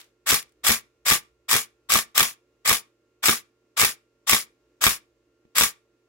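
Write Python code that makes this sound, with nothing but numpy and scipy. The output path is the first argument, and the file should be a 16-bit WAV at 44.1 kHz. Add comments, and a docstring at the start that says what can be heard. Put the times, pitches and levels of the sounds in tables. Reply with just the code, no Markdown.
"""A workbench in a small quiet room, where fans hum: an open electric airsoft gearbox runs under a phone.
In each cycle the motor spins up and gear teeth grind (noise gated by uneven tooth contacts).
The piston is picked up, released and slams home (short noise cracks), then the gears coast and stop.
The metal shell and the bench ring as sets of fading tones; small ticks and one dull tap come in between.
The fans are shaped noise with wandering tones, and the walls add a short tail of echoes."""
import sys
import numpy as np
from scipy import signal
from scipy.fft import rfft, irfft
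from scipy.io import wavfile
from scipy.ndimage import uniform_filter1d

SR = 44100
rng = np.random.default_rng(int(sys.argv[2]) if len(sys.argv) > 2 else 0)


def wav_record(signal):
    """Record a signal, one row per channel, as 16-bit PCM in the file named by sys.argv[1]."""
    frames = np.transpose(np.atleast_2d(signal))
    bounded = np.clip(frames, -1, 1)
    # unit amplitude maps onto the largest positive 16-bit level
    quanta = np.round(bounded * 32767).astype(np.int16)
    wavfile.write(sys.argv[1], SR, quanta)


N = 268392
t = np.arange(N) / SR

# gearbox cycles: (gear meets piston [s], motor start before that [s], gears about halted after that [s],
# whole cycle [dB], then changes to pick-up [dB], release [dB], slam [dB], bounce [dB], tappet snap [dB])
CYCLES = [(-.135, 0.02, .12, -4, 0, 0, 0, 0, 0), (0.2903, .028, 0.11, -3, -3.5, -4, .5, -2.2, 1.5),
          (0.6663, .029, 0.11, -3, -0.2, -3, 2.5, -0.1, 0.5),
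          (1.0832, 0.03, 0.092, -2.5, -2, -3, 1.5, 0.6, -0.5), (1.5126, .028, .12, -4, 0, 3, 1.5, -1.3, 1),
          (1.92, .029, 0.1, -3, 0.5, -4, 3.5, 0.3, -3.5), (2.178, .03, .14, -5, 9, 5.5, 8, -4, 3),
          (2.6765, 0.027, .11, -3.5, -1.15, 5, -1.8, 0.4, 1.5),
          (3.2572, .03, .13, -3.5, 1, -9, 5.5, 3, -1.5), (3.7963, .029, .125, -3, 1, 2, -0.5, -2.3, 4),
          (4.295, 0.026, 0.13, -2.5, 3.5, -6, -3, 3.7, .5),
          (4.839, 0.029, 0.12, -3.5, 4.5, -1.5, 6.5, -1.7, -8),
          (5.5828, .031, 0.11, -2.5, 2, -12, 5, -1.5, 1.9), (6.113, 0.0281, 0.097, -14.5, 0, 0, 0, 0, 0)]
# blows of one cycle: pick-up by the sector gear, release by the last tooth, slam into the cylinder head,
# bounce, second bounce, tappet plate snap and two rattles in order, then the motor's earlier jerk
# as it takes up the slack:
# (time after pick-up [s], crack [dB], shell [dB], bench [dB], push direction [sign], crack decay [s])
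BLOWS = [(0, -8, -5, -41, 1, 0.0023), (.0168, -13.5, -7.5, -33.5, -1, 0.0047),
         (.0266, -16, -1.5, -25.5, 1, 0.0026), (0.036, -27.5, 0.5, -22.5, -1, .0028),
         (.0418, -21.5, -13, -27, 1, 0.0019), (.0508, -12.5, -8.5, -32.5, -1, .0045),
         (.069, -27.5, -9, -43, 1, .0028), (0.0774, -31, -26, -43.5, -1, .0025),
         (-.0185, -28.5, -8.5, -48.5, 1, 0.0046)]
# ringing tones of the metal shell:
# (pitch [Hz], width [Hz], level [dB], left minus right [dB], left leads by [radians])
SHELL = [(885.6, 300, -8.5, -2.5, -0.5), (1150, 210, -5, -1.5, 3.5), (1163, 110, 0, -2.5, -0.73),
         (1426, 630, -16, 3.5, 1), (1661, 71, -12.5, -1.5, -8), (1833, 88, -7.5, -2, 7),
         (1992.6, 56, -9.5, 3.5, 3), (2147, 160, -5, -2, 6.5), (2350, 100, -1, -6.5, 1.5),
         (3390, 130, -3.5, 5.5, 1), (3624, 70, -7, 2.5, 2), (5600, 42, -11, 6.5, 5.5),
         (15540, 120, -10, 2.5, 0.5)]
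# ringing tones of the bench:
# (pitch [Hz], width [Hz], level [dB], left minus right [dB], left leads by [radians])
BENCH = [(55, 36, -8, 5.5, 0.97), (128, 40, -2.5, 8.5, 2.2), (150, 40, -6, -1, 0.81),
         (234, 26, 3.5, 0.5, 0.78), (340, 94, 7, -5.5, 0.3), (418, 50, -3, -7, 0.75),
         (453.7, 19, -4, -3, 1.6), (734.2, 230, -16, 1, 0.72)]
ROOM_T60_S = 0.23  # time for the room echo to fade by 60 dB


def undb(db):
    """Turns decibels into gain."""
    return 10 ** (np.asarray(db, float) / 20)


def sides(pan_db):
    """Left and right gain for a level difference, left minus right, in dB."""
    return undb(np.array([[pan_db], [-pan_db]]) / 2)


def high_pass(x, hz):
    """Takes away the sound below hz."""
    return signal.sosfilt(signal.butter(2, hz, "high", fs=SR, output="sos"), x)


def low_pass(x, hz):
    """Takes away the sound above hz."""
    return signal.sosfilt(signal.butter(2, hz, fs=SR, output="sos"), x)


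def colour(x, hz, db):
    """Shapes the spectrum of x by a curve of dB over log frequency."""
    f = np.maximum(np.arange(N // 2 + 1) * SR / N, 1)
    gain = undb(np.interp(np.log(f), np.log(hz), db))
    return irfft(rfft(x) * gain, N)


def ring(x, hz, width_hz):
    """One ringing tone as a rotating arrow: a unit blow starts it at size 1, a wider tone fades faster."""
    turn_and_fade = np.exp((2j * np.pi * hz - np.pi * width_hz) / SR)
    return signal.lfilter([1], [1, -turn_and_fade], x)


def body(x, modes):
    """An object struck or shaken by x: the sum of its ringing tones, left and right."""
    out = np.zeros((2, N))
    for hz, width_hz, db, pan_db, lead in modes:
        phase = np.exp(0.5j * lead * np.array([[1], [-1]]))
        out += undb(db) * sides(pan_db) * (ring(x, hz, width_hz) * phase).imag
    return out


def pair_noise(alike_hz):
    """Left and right noise that share their bass and differ in the treble."""
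    shared = low_pass(rng.standard_normal(N), alike_hz)
    separate = high_pass(rng.standard_normal((2, N)), alike_hz)
    return shared + separate


def walk(per_s):
    """Slow random drift with spread 1: noise averaged twice over 1 / per_s seconds."""
    span = int(SR / per_s)
    slow = uniform_filter1d(uniform_filter1d(rng.standard_normal(N), span), span)
    return slow / np.std(slow)


def spike(s, size):
    """A one-sample impulse at time s."""
    return size * (np.arange(N) == int(round(s * SR)))


def air():
    """Fans: the moving air is shaped noise, and each fan tone is a sine whose pitch and level wander."""
    # colour of the fan noise: (frequency [Hz], relative level [dB per Hz])
    air_colour = [(25, -31), (55, -4.5), (90, -22), (200, -16), (320, -2), (420, -9), (560, -10),
                  (700, -21.5), (1100, -22), (1700, -23), (2600, -24.5), (3300, -27.5), (7000, -29),
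                  (9000, -37.5), (16000, -40.5)]
    # level of the deep rumble over time: (time [s], level [dB])
    rumble_level = [(0, 1.5), (1.3, 10.5), (2.3, 2), (3.3, -1.5), (6.1, 1)]
    # fan tones: (pitch [Hz], level [dB], pitch wander [Hz], left minus right [dB])
    fan_tones = [(59, -88, 3, -4), (118.4, -80, 2, 0), (355, -75.5, 4, -8), (447, -76, 3, -2),
                 (592, -86, 8, 0), (1093, -92, 6, -6), (1389, -82.5, 2, 2), (1790, -96, 15, -2),
                 (2150, -95, 15, 0), (2536, -95, 18, -8), (2780, -93, 14, -5)]
    noise = colour(pair_noise(1100), *np.transpose(air_colour))
    noise /= np.std(noise)
    rumble = low_pass(noise, 110)
    extra_rumble = undb(np.interp(t, *np.transpose(rumble_level))) - 1
    swell = undb(-70 + 0.5 * walk(3.6))  # mean level and swell, both in dB
    out = swell * (noise + extra_rumble * rumble)
    for hz, tone_db, wander_hz, pan_db in fan_tones:
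        drift = uniform_filter1d(rng.standard_normal(N), SR // 20) * np.sqrt(SR / 20)
        waver_db = 1.3 * min(hz / 1400, 1) * walk(11)  # low tones waver less
        phase = 2 * np.pi * np.cumsum(hz + wander_hz * drift) / SR
        out += np.sqrt(2) * undb(tone_db + waver_db) * sides(pan_db) * np.sin(phase)
    return out


def gear_train():
    """Tooth contacts, faster at higher speed, gate the grind; gives grind, shell drive and share driven."""
    SPIN_UP_DB_PER_S, RUN_UP_S, COAST_S = 2501, 0.013, 0.14  # rise of level; time constants of speed
    HALT_DB, HALT_S = 22, 0.069  # braking loss reaches HALT_DB after HALT_S
    TAKE_UP_S, LET_GO_S = 0.01, 0.0052  # spring load builds after the pick-up, drops at the release
    UNDRIVEN_S = 0.018  # the share driven falls off over this time after the release
    LULL_DB, LULL_S = 8.5, 0.0028  # the teeth lose contact just before the slam and the tappet snap
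    TEETH_PER_S, EXTRA_TEETH_PER_S = 1200, 100  # the first follows the speed, the second is steady
    TOOTH_SCATTER_DB, TOOTH_S = 2, 0.00031  # spread of tooth strength, decay of a contact
    TOOTH_JITTER = 0.35  # spread of tooth timing, as a share of the gap between teeth
    SLIDE = 0.96  # sliding between the contacts
    WOBBLE_DB, WOBBLE_S = 1, 0.0013  # worn gears run unevenly
    release_s, slam_s, tappet_s = BLOWS[1][0], BLOWS[2][0], BLOWS[5][0]

    grind, drive, rate, driven = np.zeros((4, N))
    for start, lead, halt, db, *_ in CYCLES:
        u = t - start
        speed = 1 - np.exp(-np.maximum(u + lead + 0.0033, 1e-4) / RUN_UP_S)
        coast = np.maximum(u - tappet_s, 0)
        taken_up = np.clip(u / TAKE_UP_S, 0, 1)
        not_let_go = np.clip(1 + (release_s + LET_GO_S - u) / LET_GO_S, 0, 1)
        spring = taken_up * not_let_go
        lull_db = sum(LULL_DB * np.exp(-((u - s + LULL_S / 2) / LULL_S) ** 2)
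                      for s in (slam_s, tappet_s))
        rise_db = -SPIN_UP_DB_PER_S * np.maximum(0.003 - lead - u, 0)
        on = undb(db - lull_db + rise_db) * (u > -lead - 0.004)
        # the braked motor fades faster and faster
        brake_db = HALT_DB * (np.maximum(u - halt + 0.033, 0) / HALT_S) ** 2.7
        # base dB, dB per tenfold speed, dB at full spring load, dB lost per second of coasting
        grind_db = -21 + 23.5 * np.log10(speed) + 4.5 * spring - 190.5 * coast
        shake_db = -26 + 3.5 * np.log10(speed) - 1.5 * spring - 270 * coast
        grind += on * undb(grind_db - brake_db)
        drive += on * undb(shake_db - 0.9 * brake_db)
        # from its motor start on, each cycle takes over tooth rate and share driven
        tooth_rate = TEETH_PER_S * speed * np.exp(-coast / COAST_S) + EXTRA_TEETH_PER_S
        rate = np.where(u > -lead, tooth_rate, rate)
        still_driven = np.exp(-(np.maximum(u - release_s, 0) / UNDRIVEN_S) ** 2)
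        driven = np.where(u > -lead, still_driven, driven)

    chance = rng.standard_normal((N, 2))
    hits = np.flatnonzero(np.diff(np.floor(np.cumsum(rate / SR))) > 0)
    late = TOOTH_JITTER * chance[hits, 0] * SR / rate[hits]
    contacts = np.zeros(N)
    places = np.clip(hits + late, 0, N - 1).astype(int)
    contacts[places] = undb(TOOTH_SCATTER_DB * chance[hits, 1])
    gate = SLIDE + signal.lfilter([1], [1, -np.exp(-1 / (TOOTH_S * SR))], contacts)
    span = int(WOBBLE_S * SR)
    wobble = np.sqrt(span) * uniform_filter1d(rng.standard_normal(N), span)
    gate *= undb(WOBBLE_DB * wobble)
    return grind * gate, drive * gate, driven


def backlash(grind):
    """Loose teeth knock at random: short fading sines, each with its own pitch and side, following grind."""
    KNOCKS_PER_S, DECAY_S = 700, 0.0014
    LOW_HZ, HIGH_HZ = 1465, 7870
    out = np.zeros((2, N + 900))
    u = np.arange(900) / SR
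    smooth = uniform_filter1d(grind, SR // 200)
    for when, pitch, size, side in rng.random((int(KNOCKS_PER_S * N / SR), 4)):
        i = int(when * N)
        if smooth[i] > 1e-4:
            hz = LOW_HZ * (HIGH_HZ / LOW_HZ) ** pitch
            db = -3.5 - 3 * np.log(size + 0.022)  # a few knocks are much louder
            phase = 2 * np.pi * hz * u + np.array([[0], [3 * side]])
            knock = np.exp(-u / DECAY_S) * np.sin(phase)
            out[:, i:i + 900] += smooth[i] * undb(db) * sides(8 * side - 3) * knock
    return out[:, :N]


def blows():
    """Each blow gives a fading crack, a sharp first contact, and pushes on shell and bench."""
    # rows of BLOWS whose strength each cycle sets: [row number]
    main_rows = [0, 1, 2, 3, 5]
    SNAP = 2.5  # first contact of a blow over the crack noise that follows
    CHATTER_DB, CHATTER_S = -17.5, 0.004  # each blow keeps the shell chattering for a moment
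    SKID_DB, SKID_S = -22, 0.005  # the gun skids a little on the bench after each blow
    pad = SR // 4  # room for blows that reach past either end
    crack, snap, shell = np.zeros((3, N + 2 * pad))
    bench = np.zeros((2, N + 2 * pad))
    u = np.arange(SR // 25) / SR
    chance = rng.standard_normal((len(CYCLES), len(BLOWS), 5))
    grit = rng.standard_normal((3, N + 2 * pad))
    for (start, _, _, db, *main_db), luck in zip(CYCLES, chance):
        strength_db = db + 2 * luck[:, 0]
        strength_db[main_rows] = db + np.array(main_db)
        for blow, hard_db, (_, timing, shell_luck, *side_luck) in zip(BLOWS, strength_db, luck):
            s, crack_db, shell_db, bench_db, way, decay = blow
            i = pad + int((start + s * (1 + 0.005 * timing)) * SR)
            after = slice(i, i + len(u))
            crack[after] += undb(crack_db + hard_db) * np.exp(-u / decay)
            snap[i] += SNAP * undb(crack_db + hard_db)
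            chatter = undb(CHATTER_DB) * np.exp(-u / CHATTER_S) * grit[0, after]
            shell[after] += undb(shell_db + hard_db + 1.5 * shell_luck) * ((u == 0) + chatter)
            # thump strength varies at random, separately left and right
            skid = undb(SKID_DB) * np.exp(-u / SKID_S) * grit[1:, after]
            thump_db = bench_db + hard_db + 3.5 * np.array(side_luck)[:, None]
            bench[:, after] += undb(thump_db) * (np.sign(way) * (u == 0) + skid)
    inside = slice(pad, -pad)
    return crack[inside], snap[inside], shell[inside], bench[:, inside]


def gearbox():
    """Grind and cracks sound as metallic noise and make shell and gears ring; blows thump the bench."""
    # broad colour of grind and cracks at each microphone port: (frequency [Hz], left [dB], right [dB])
    metal_colour = [(120, -45.5, -40.5), (394, -24.5, -30), (706, -21.5, -19), (1080, -10.5, -16.5),
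                    (1350, -8, -19), (2090, -6.5, -4), (4440, -7.5, -8), (6100, -8, -2.5), (8350, -3, -7.5),
                    (9800, -4, -11), (12500, -3, -4.5), (14500, -8, -5.5), (15740, -4, -7)]
    # gear rings under drive, from motor start until shortly after the release:
    # (pitch [Hz], width [Hz], level [dB], left minus right [dB], left leads by [radians])
    driven_gears = [(5004, 250, -2, 7, 2.4), (7640, 470, 5, 4.5, 1.5), (650, 450, -11, -7, 0.09)]
    # gear rings running free, after the release:
    # (pitch [Hz], width [Hz], level [dB], left minus right [dB], left leads by [radians])
    free_gears = [(5330, 1200, 6, -9.5, 1.8), (6920, 270, 0, -5, 0.7), (10200, 1300, 6.5, 15, 1.2)]
    grind, drive, driven = gear_train()
    crack, snap, shell, bench = blows()

    hz, *port_db = np.transpose(metal_colour)
    rough = (grind + crack) * pair_noise(1200) + snap
    metal = np.array([colour(x, hz, db) for x, db in zip(rough, port_db)])

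    mesh = grind * rng.standard_normal(N)
    under_drive = undb(-21.5) * body(mesh * driven, driven_gears)
    free = undb(-19.5) * body(mesh * (1 - driven) ** 2, free_gears)
    gears = high_pass(under_drive + free, 600)

    shaking = (undb(-13.5) * drive + undb(-20.5) * crack) * pair_noise(2700)
    force = high_pass(undb(-6) * shell + shaking, 650)  # the small shell radiates no bass
    shell_sound = undb(-8) * body(force, SHELL)
    bench_push = bench + undb(-46) * drive * pair_noise(25)
    bench_sound = undb(-8.5) * body(bench_push, BENCH)
    return undb(7.5) * metal + gears + backlash(grind) + shell_sound + bench_sound


def ticks():
    """Trigger and latch ticks are short ringing noise bursts; a finger tap pushes bench and shell."""
    # trigger and latch ticks: (time [s], level [dB], pitch [Hz], left minus right [dB])
    tick_list = [(.0135, -33, 4960, 0), (.0424, -45, 8000, 3), (.4265, -29, 3260, 5), (.8082, -38, 2220, 5),
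                 (1.2324, -46, 2220, 2), (4.433, -40, 7190, 4), (.4931, -52, 9000, 2.5),
                 (.5216, -54, 10800, 3)]
    TAP_S, TAP_DB = 5.452, -61.5  # a finger taps the grip
    out = body(spike(TAP_S, -undb(TAP_DB)), BENCH)
    out += body(spike(TAP_S, undb(TAP_DB - 7)), SHELL)
    for s, db, hz, pan_db in tick_list:
        fade = np.exp(-np.maximum(t - s, 0) / 0.003) * (t >= s)
        burst = high_pass(fade * rng.standard_normal((2, N)), 1800)
        out += undb(db) * sides(pan_db) * (0.5 * burst + 0.19 * ring(burst, hz, 1800).imag)
    return out


def room(x):
    """Wall echoes: a short, dull tail of fading noise, different at each port."""
    u = np.arange(SR // 2) / SR
    fade = np.exp(-np.log(1000) * u / ROOM_T60_S) * (u > 0.004)
    tail = rng.standard_normal((2, len(u))) * fade
    tail = signal.sosfilt(signal.butter(1, 2590, fs=SR, output="sos"), tail)
    tail /= np.sqrt(np.sum(tail ** 2, axis=1, keepdims=True))
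    return undb(-23) * signal.fftconvolve(x, tail, axes=1)[:, :N]


def earlier_echo():
    """The room still rings from the cycle before: fading noise in the middle range."""
    band = signal.butter(1, [900, 4500], "band", fs=SR, output="sos")
    noise = signal.sosfilt(band, rng.standard_normal((2, N)))
    return undb(-41.5 - 60 * t / ROOM_T60_S) * noise


def scene():
    """The gun is nearer the left port, so its sound reaches the right one later; room and fans join in."""
    RIGHT_LAG = 3.6  # samples
    near = gearbox() + ticks()
    near[1] = np.interp(np.arange(N) - RIGHT_LAG, np.arange(N), near[1])
    return near + room(near) + earlier_echo() + air()


def record(dry):
    """The phone drops the deepest bass, rounds the loudest peaks and cuts the top."""
    thin = high_pass(dry, 40)
    rounded = np.tanh(0.56 * thin) / 0.64
    top_cut = signal.ellip(12, 0.2, 80, 15900, fs=SR, output="sos")
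    return signal.sosfilt(top_cut, rounded)


dry = scene()
out = record(dry)
wav_record(out)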